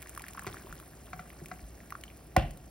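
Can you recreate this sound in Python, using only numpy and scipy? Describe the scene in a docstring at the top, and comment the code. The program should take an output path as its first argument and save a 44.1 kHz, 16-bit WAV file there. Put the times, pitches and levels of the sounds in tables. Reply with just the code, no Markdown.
"""Hot water runs from a kettle onto dry beans in a metal pot, close to the microphone in a small kitchen.
Crowds of tiny clicks make the fizz, short noise puffs the spits, swinging air pockets the plops.
The pour thins out towards a few last drops, which ping as short decaying tones.
Light clunks and, near the end, one hard knock ring as decaying modes of the metal.
An appliance hum, low rumble, the pot wall and the room's reverberation surround them."""
import sys
import numpy as np
from scipy import signal
from scipy.fft import rfft, irfft
from scipy.io import wavfile

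SR = 44100
rng = np.random.default_rng(int(sys.argv[2]) if len(sys.argv) > 2 else 0)


def dump(signal):
    """Clip the signal to [-1, 1] and save it as 16-bit WAV at the path in sys.argv[1]."""
    limited = np.clip(np.atleast_2d(signal).T, -1, 1)
    pcm = np.round(limited * 32767).astype(np.int16)
    wavfile.write(sys.argv[1], SR, pcm)


N = 119070
T = np.arange(N) / SR  # time in s
HZ = np.fft.rfftfreq(N, 1 / SR)  # frequency of each spectrum bin
EDGE_HZ = 16000  # upper band limit; also the highest fizz pitch

# air pockets plopping between the beans: start_s [s], level_db [dB], pitch_hz [Hz] once settled
PLOPS = [(.0255, -39, 2090), (.059, -38, 1710), (.0712, -41, 1940), (.1628, -40, 1560), (.176, -30, 1160),
         (0.1958, -37, 2130), (.2065, -38.5, 850), (0.2404, -32.5, 1670), (.266, -38.5, 1980),
         (.2832, -35.5, 2000), (0.3496, -38.5, 980), (.3752, -33.5, 1380), (0.3796, -31, 1150),
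         (.3934, -31, 1660), (0.4227, -39, 1210), (0.4454, -35, 1070), (.528, -38, 3470), (.543, -35, 1250),
         (0.5691, -35.5, 1570), (.599, -47, 1270), (0.6696, -40, 940), (0.7263, -32.5, 1370),
         (0.7996, -41.5, 1280), (1.3027, -40, 2080), (1.459, -39, 2230), (1.594, -45, 2010),
         (1.804, -42, 1840), (1.9055, -42, 1900), (1.9232, -27, 1184), (1.9525, -30.5, 1270),
         (2.0368, -37.5, 2140), (2.1015, -43.5, 2330)]
# colour of tearing water, also of the tick that opens a clunk: freq_hz [Hz], gain_db [dB]
SPLASH_SHAPE = [(300, -30), (750, 7.5), (2000, 9.5), (3200, -2), (6000, -1.5), (16000, -36)]


def amp(db):
    """Turns decibels into a gain."""
    return 10 ** (np.asarray(db) / 20)


def unit(x):
    """Scales a sound to rms 1, over all its channels together."""
    return x / np.sqrt(np.mean(x ** 2) + 1e-20)


def read(points, hz):
    """Reads a table of (Hz, value) along a log-frequency axis."""
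    freq_hz, value = np.transpose(points)
    return np.interp(np.log(hz + 1), np.log(freq_hz + 1), value)


def colour(x, shape):
    """Filters a sound by a table of (Hz, dB) without shifting its phase."""
    return irfft(rfft(x) * amp(read(shape, HZ)), N)


def add(mix, start_s, sound):
    """Mixes a sound in at a time."""
    part = mix[max(round(start_s * SR), 0):][:len(sound)]
    part += sound[:len(part)]


def placed(x, lean_db):
    """Leans a sound to the left (positive) or right; two channels."""
    return np.array([amp(lean_db) * x, amp(-lean_db) * x])


def burst(scale_s):
    """A very short puff of noise that swells and dies."""
    age = T[:SR // 40] / scale_s
    return rng.standard_normal(len(age)) * 2 * age * np.exp(-1.4 * age)


def dying(start_s, db, t60_s):
    """A level that starts at a time and dies away by 60 dB per t60."""
    age = np.maximum(T - start_s, 0)
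    return np.minimum(age / 0.00033, 1) * amp(db - 60 * age / t60_s)


def clicks(per_s, scatter_db):
    """Single-sample clicks at random times, of uneven size and either sign."""
    size = amp(scatter_db * np.minimum(rng.exponential(1, N), 5))
    sign = rng.choice([-1, 1], N)
    return size * sign * (rng.random(N) < per_s / SR)


def crackle(per_s, scatter_db, shape):
    """A steady crowd of coloured clicks, rms 1."""
    return unit(colour(clicks(per_s, scatter_db), shape))


def bump(db, hz, t60_s):
    """One decaying resonance, pushed softly so that it takes part of a cycle to build up."""
    rise_cycles = 0.31
    t = T[:SR // 2]
    swing = amp(db - 60 * t / t60_s) * (1 - np.exp(-t * hz / rise_cycles))
    return swing * np.sin(2 * np.pi * hz * t)


def ring(modes, rise_cycles, lag_cycles):
    """Decaying modes after one blow; low ones build up more slowly, neighbours swing in opposite directions."""
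    out = 0
    for k, (hz, db, t60_s) in enumerate(modes):
        t = np.maximum(T[:SR // 2] - lag_cycles / hz, 0)
        rise = 1 - np.exp(-t * hz / rise_cycles)
        out = out + (-1) ** k * rise * amp(db - 60 * t / t60_s) * np.sin(2 * np.pi * hz * t)
    return out


def flow_db():
    """Strength of the pour at every sample, in dB."""
    # strength of the pour: time_s [s], strength_db [dB]
    flow_points = [(0, -0.5), (.3, 0), (.55, 2), (.85, -3), (1.2, -2.5), (1.55, -3.5), (1.8, -5.5),
                   (2.1, -5), (2.3, -7.5), (2.7, -9)]
    return np.interp(T, *np.transpose(flow_points))


def fizz():
    """Tiny bubbles burst all the time, each a brief tick around its own pitch; rms 1."""
    # colour of the fizz: freq_hz [Hz], gain_db [dB]
    fizz_shape = [(400, 1.5), (1500, -4.5), (3500, -8), (6000, 2), (10000, 3), (16000, -1)]
    width_hz = 1370  # spread of one tick around its pitch
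    sizes = clicks(per_s=3400, scatter_db=4.5)
    pitches = np.linspace(1000, EDGE_HZ, 10)
    kind = rng.integers(0, len(pitches), N)
    ticks = 0
    for k, hz in enumerate(pitches):
        band = np.exp(-.5 * ((HZ - hz) / width_hz) ** 2)
        ticks = ticks + rfft(sizes * (kind == k)) * band
    return unit(colour(irfft(ticks, N), fizz_shape))


def spray():
    """Fizz and smooth hiss of the wetted beans follow the flow; spray and bursting bubbles spit sharply."""
    # sharp spits: start_s [s], level_db [dB] before halving and colouring
    spit_events = [(0.0198, -31), (0.0267, -31), (.094, -26.5), (.15, -33.5), (0.1763, -30), (0.1949, -32),
                   (0.2202, -31), (0.2837, -29), (0.287, -34), (0.334, -34.5), (0.3934, -26.5),
                   (.467, -31.5), (.5435, -37.5), (0.7266, -34.5), (.7998, -37), (0.7537, -37),
                   (1.4587, -34), (1.4845, -34.5), (1.9049, -32), (2.0115, -34), (2.0373, -30.5),
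                   (2.5085, -36.5), (2.573, -35.5)]
    # colour of the spits: freq_hz [Hz], gain_db [dB]
    spit_shape = [(500, -4), (2000, 3), (5000, 2), (10000, 8), (16000, 4)]
    # colour of the hiss: freq_hz [Hz], gain_db [dB]
    hiss_shape = [(300, -8), (700, 9), (1100, 4.5), (2200, 2), (3500, -4.5), (5500, -2), (10000, -4),
                  (16000, -4)]
    fizz_db, hiss_db = -58.5, -62  # rms at a flow of 0 dB
    hiss_follow = 0.23  # dB of hiss per dB of flow
    spits, flow = np.zeros(N), flow_db()
    for start_s, db in spit_events:
        add(spits, start_s, amp(db) * burst(0.00067) / 2)
    hiss = amp(hiss_db + hiss_follow * flow) * unit(colour(rng.standard_normal(N), hiss_shape))
    return colour(spits, spit_shape) + amp(fizz_db + flow) * fizz() + hiss


def far_fizz():
    """Diffuse fizz thrown back from all sides, unlike at the two microphone ports."""
    # colour of the diffuse fizz: freq_hz [Hz], gain_db [dB]
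    far_shape = [(100, -15), (400, 4), (2000, 3), (3500, -2.5), (6000, -16), (16000, -1.5)]
    far_db, follow = -67.5, 0.23  # rms at a flow of 0 dB; dB per dB of flow
    noise = unit(colour(rng.standard_normal((2, N)), far_shape))
    return amp(far_db + follow * flow_db()) * noise


def background():
    """Low room rumble as coloured noise, and an appliance hum as one steady sine."""
    # colour of the rumble: freq_hz [Hz], gain_db [dB]
    rumble_shape = [(20, -25), (45, -3), (65, -4), (100, -4), (160, -4), (240, -8), (340, -7.5),
                    (450, -14.5), (700, -12), (1000, -27.5), (3000, -40), (16000, -52)]
    hum_hz, hum_db, rumble_db = 60, -57, -53.5
    rumble = amp(rumble_db) * unit(colour(rng.standard_normal(N), rumble_shape))
    return rumble + amp(hum_db) * unit(np.sin(2 * np.pi * hum_hz * T))


def gurgle():
    """Uneven surging of the stream: noise below 35 Hz, rms 1."""
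    return unit(irfft(rfft(rng.standard_normal(N)) * (HZ < 35), N))


def plop(db, hz):
    """An air pocket swings a few times, its pitch starting high and settling as it closes."""
    swell_cycles = 0.9  # cycles to full swing
    sag, sag_cycles = 0.44, 0.44  # extra pitch at the start, as a fraction; cycles it takes to settle
    t = T[:SR // 50]
    swing = t * hz / swell_cycles
    turns = np.cumsum(hz * (1 + sag * np.exp(-t * hz / sag_cycles))) / SR
    return amp(db) * swing * np.exp(1 - swing) * np.sin(2 * np.pi * turns)


def bubbles():
    """The large plops, and clumps of small ones that thin out with the flow; two channels."""
    small_per_s, small_db = 300, -56.5  # at a flow of 0 dB; level_db of the smallest
    middle_hz, pitch_spread, scatter_db = 1620, 0.414, 3.3  # spread is in natural log of pitch
    gurgle_db, pan_db = 2, 0.7  # depth of the clumping; widest lean, as plops land all over the pot
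    out, flow = np.zeros((2, N)), flow_db()
    chance, pitch = rng.random(N), rng.standard_normal(N)
    size = np.minimum(rng.exponential(1, N), 3)
    per_s = small_per_s * amp(flow + gurgle_db * gurgle())
    level_db = small_db + flow + scatter_db * size
    pitch_hz = middle_hz * np.exp(pitch_spread * pitch)
    small = [(T[i], level_db[i], pitch_hz[i]) for i in np.flatnonzero(chance < per_s / SR)]
    for start_s, db, hz in list(PLOPS) + small:
        lean_db = pan_db * rng.uniform(-0.82, 1)
        add(out[0], start_s, plop(db + lean_db, hz))
        add(out[1], start_s, plop(db - lean_db, hz))
    return out


def splashes():
    """Water tears wetly at each large plop, and the stream surges once as a dying crackle."""
    splash_db = -12  # relative to its plop, before colouring
    out = np.zeros(N)
    for start_s, db, _ in PLOPS:
        add(out, start_s, amp(db + splash_db) * burst(0.0017))
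    surge = dying(.467, db=-45, t60_s=0.22) * crackle(per_s=2000, scatter_db=4.0, shape=SPLASH_SHAPE)
    return colour(out, SPLASH_SHAPE) + surge


def handling():
    """Light clunks of metal, each ringing a little differently, and dull bumps of handling; two channels."""
    # light clunks of the metalware: start_s [s], level_db [dB]
    clunk_events = [(1.1305, -34), (1.1922, -37.5), (1.5135, -34.5), (.4657, -39.5)]
    # what a clunk rings with: freq_hz [Hz], level_db [dB] relative to the clunk, t60_s [s]
    clunk_modes = [(167.3, -2, 0.1), (736, 0.5, 0.056), (1150, -6, 0.023), (1342, 0.5, .03),
                   (1538, -6, 0.025), (2024, -4.5, 0.029), (2357, -11, 0.026)]
    # dull bumps while the kettle is tipped: start_s [s], level_db [dB], pitch_hz [Hz], t60_s [s]
    bump_events = [(.467, -31.5, 381, 0.051), (.469, -38.5, 144, 0.15), (.474, -36.5, 101, 0.11),
                   (.50, -46, 42, .25), (.645, -43, 372, .06), (0.692, -37.5, 45, .22),
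                   (.728, -45, 143.8, 0.17), (1.417, -36, 354, 0.03), (1.422, -37.5, 154, .12),
                   (1.626, -35, 55, 0.29)]
    detune = 0.018  # largest shift as a fraction of pitch: each blow lands on another spot
    tick_db, lean_db = -5.5, 1.1  # tick relative to its clunk, before colouring; lean to the left
    metal, ticks, bumps = np.zeros(N), np.zeros(N), np.zeros(N)
    for start_s, db in clunk_events:
        modes = [(hz * (1 + detune * rng.uniform(-1, 1)), level, t60_s) for hz, level, t60_s in clunk_modes]
        add(metal, start_s, amp(db) * ring(modes, rise_cycles=0.96, lag_cycles=1.407))
        add(ticks, start_s, amp(db + tick_db) * burst(0.0043))
    for start_s, *row in bump_events:
        add(bumps, start_s, bump(*row))
    return placed(metal + colour(ticks, SPLASH_SHAPE), lean_db) + bumps


def pings():
    """The last drops make short, clear decaying tones, slightly to the right."""
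    # last drops: start_s [s], level_db [dB], pitch_hz [Hz], t60_s [s]
    ping_events = [(2.0371, -34.5, 2956, .014), (2.08, -42, 3050, .011)]
    out = np.zeros(N)
    for start_s, *row in ping_events:
        add(out, start_s, bump(*row))
    return placed(out, lean_db=-1.7)


def thump(start_s):
    """The body of the knock: a decaying sine that falls steeply in pitch, so its low notes arrive last."""
    # colour of the thump: freq_hz [Hz], gain_db [dB]
    thump_shape = [(40, 1.8), (150, 6.5), (300, -4), (420, -12.5), (560, -9.5), (730, 1.7), (1000, 3)]
    from_hz, to_hz, fall_s, steepness = 758, 52.2, 0.0097, 4.86
    level_db, t60_s, rise_s = -14, .15, .0015  # level before colouring
    out, t = np.zeros(N), T[:SR // 2]
    hz = to_hz + (from_hz - to_hz) / (1 + (t / fall_s) ** steepness)
    swing = amp(level_db - 60 * t / t60_s) * (1 - np.exp(-t / rise_s))
    add(out, start_s, swing * np.sin(2 * np.pi * np.cumsum(hz) / SR))
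    return colour(out, thump_shape)


def knock():
    """One hard blow: a noise crack, ringing modes, a falling thump, a deep boom and a rattle of the beans."""
    # what the knock rings with: freq_hz [Hz], level_db [dB], t60_s [s]
    knock_modes = [(139.3, -25, 0.31), (322, -32, 0.23), (545.6, -21.5, 0.1), (615, -34, 0.23),
                   (743, -23, 0.08), (1060, -23, .049), (1458, -26, 0.058), (1770, -31, 0.05),
                   (1900, -30, 0.032), (2020, -29.5, 0.037), (2465, -33, .05), (2750, -35.5, 0.082)]
    # thin overtones of the pot wall that linger: freq_hz [Hz]
    shell_hz = [1184, 1444, 1784, 1880, 1986, 2315, 2560, 2630, 2770, 3040]
    # colour of the crack: freq_hz [Hz], gain_db [dB]
    crack_shape = [(300, -14.5), (900, 12), (1500, 11.5), (2000, 15.5), (2600, 8), (3500, -3.5), (5000, 4),
                   (7000, -3), (10000, -1.5), (16000, -8)]
    # colour of the rattle: freq_hz [Hz], gain_db [dB]
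    rattle_shape = [(200, -11), (1000, -0.5), (1600, 1.5), (2200, -2), (2950, 4.5), (3700, -6.5),
                    (5500, -14), (16000, -26)]
    knock_s = 2.3635  # the other parts start at their own delays after this
    crack = np.zeros(N)
    add(crack, knock_s + 0.001405, amp(-16.5) * burst(0.0014))
    out = colour(crack, crack_shape)
    shell = [(hz, -51, 0.34) for hz in shell_hz]  # level in dB, t60 in s
    add(out, knock_s, ring(list(knock_modes) + shell, rise_cycles=1.4, lag_cycles=0))
    out = out + thump(knock_s)
    add(out, knock_s + 0.0572, bump(db=-27, hz=42.5, t60_s=0.35))  # boom
    rattle = crackle(per_s=1500, scatter_db=0.5, shape=rattle_shape)
    return out + dying(knock_s + 0.012, db=-37.5, t60_s=0.26) * rattle


def spread(pair, apart_hz):
    """Reflections are alike at both ports in the bass and differ higher up."""
    side = irfft(rfft(pair[1]) * HZ / np.hypot(HZ, apart_hz), N)
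    return np.array([pair[0] + side, pair[0] - side]) / np.sqrt(2)


def kitchen(x):
    """A diffuse noise tail, each band dying at its own speed, stands for the room."""
    # reverberation time: freq_hz [Hz], t60_s [s]
    room_t60 = [(60, 0.45), (200, 0.52), (700, 0.36), (1500, 0.34), (3000, 0.43), (6000, 0.22),
                (16000, 0.14)]
    # colour of the reverberation: freq_hz [Hz], gain_db [dB]
    room_colour = [(40, -4), (150, 7), (400, 7), (700, 3), (1200, -0.5), (2900, -0.5), (4500, -0.5),
                   (8000, -18), (16000, -7)]
    hz, t, bands = signal.stft(rng.standard_normal((2, SR)), SR, nperseg=256)
    fade = amp(-60 * t / read(room_t60, hz)[:, None])
    tail = signal.istft(bands * fade, SR, nperseg=256)[1][:, :SR]
    tail = tail * np.clip(T[:SR] / 0.0037 - 1, 0, 1)  # silent for 3.7 ms, then fades in
    wet = signal.fftconvolve(x[None], tail / np.linalg.norm(tail[0]), axes=1)[:, :N]
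    return spread(colour(wet, room_colour), apart_hz=1100)


def pot(x):
    """Quick reflections from the pot wall: short noise scatter with its bass rolled off."""
    pot_db, scatter_s = -8.5, 0.0024
    taps = np.array([burst(scatter_s), burst(scatter_s)]) * np.minimum(T[:SR // 40] / 0.0027, 1)
    wet = signal.fftconvolve(x[None], taps / np.linalg.norm(taps[0]), axes=1)[:, :N]
    thinned = irfft(rfft(wet) * HZ / np.hypot(HZ, 800), N)
    return amp(pot_db) * spread(thinned, apart_hz=500)


def ports(x):
    """Direct sound reaches the left port slightly before the right, as a phase lead at each frequency."""
    # lead of the left microphone port over the right: freq_hz [Hz], lead_rad [radians]
    port_lead = [(0, 0), (550, 0.97), (1000, 1), (1700, 0), (3400, 1), (5000, 0.6), (7100, 3), (16000, 12)]
    turn = np.exp(1j * np.interp(HZ, *np.transpose(port_lead)) / 2)  # half the lead on each side
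    return irfft(rfft(x) * np.array([turn, 1 / turn]), N)


def scene():
    """The pour, the handling and the knock in the pot and the kitchen."""
    pour_wet_db, clunk_wet_db, knock_wet_db = -16.5, -13.5, -15.5  # sends to the reverberation
    pour = bubbles() + pings() + splashes() + spray()
    clunks, hit = handling(), knock()
    direct = pour + clunks + hit
    sent = amp(pour_wet_db) * pour.mean(0) + amp(clunk_wet_db) * clunks.mean(0) + amp(knock_wet_db) * hit
    return ports(direct + background()) + pot(direct.mean(0)) + kitchen(sent) + far_fizz()


def record(dry):
    """The recorder's bass roll-off and band limit."""
    low_cut_hz = 29
    dry = irfft(rfft(dry) * HZ ** 4 / (HZ ** 4 + low_cut_hz ** 4), N)
    low_pass = signal.firwin(201, EDGE_HZ, window=("kaiser", 8), fs=SR)
    return signal.oaconvolve(dry, low_pass[None], "same")


dry = scene()
out = record(dry)
dump(out)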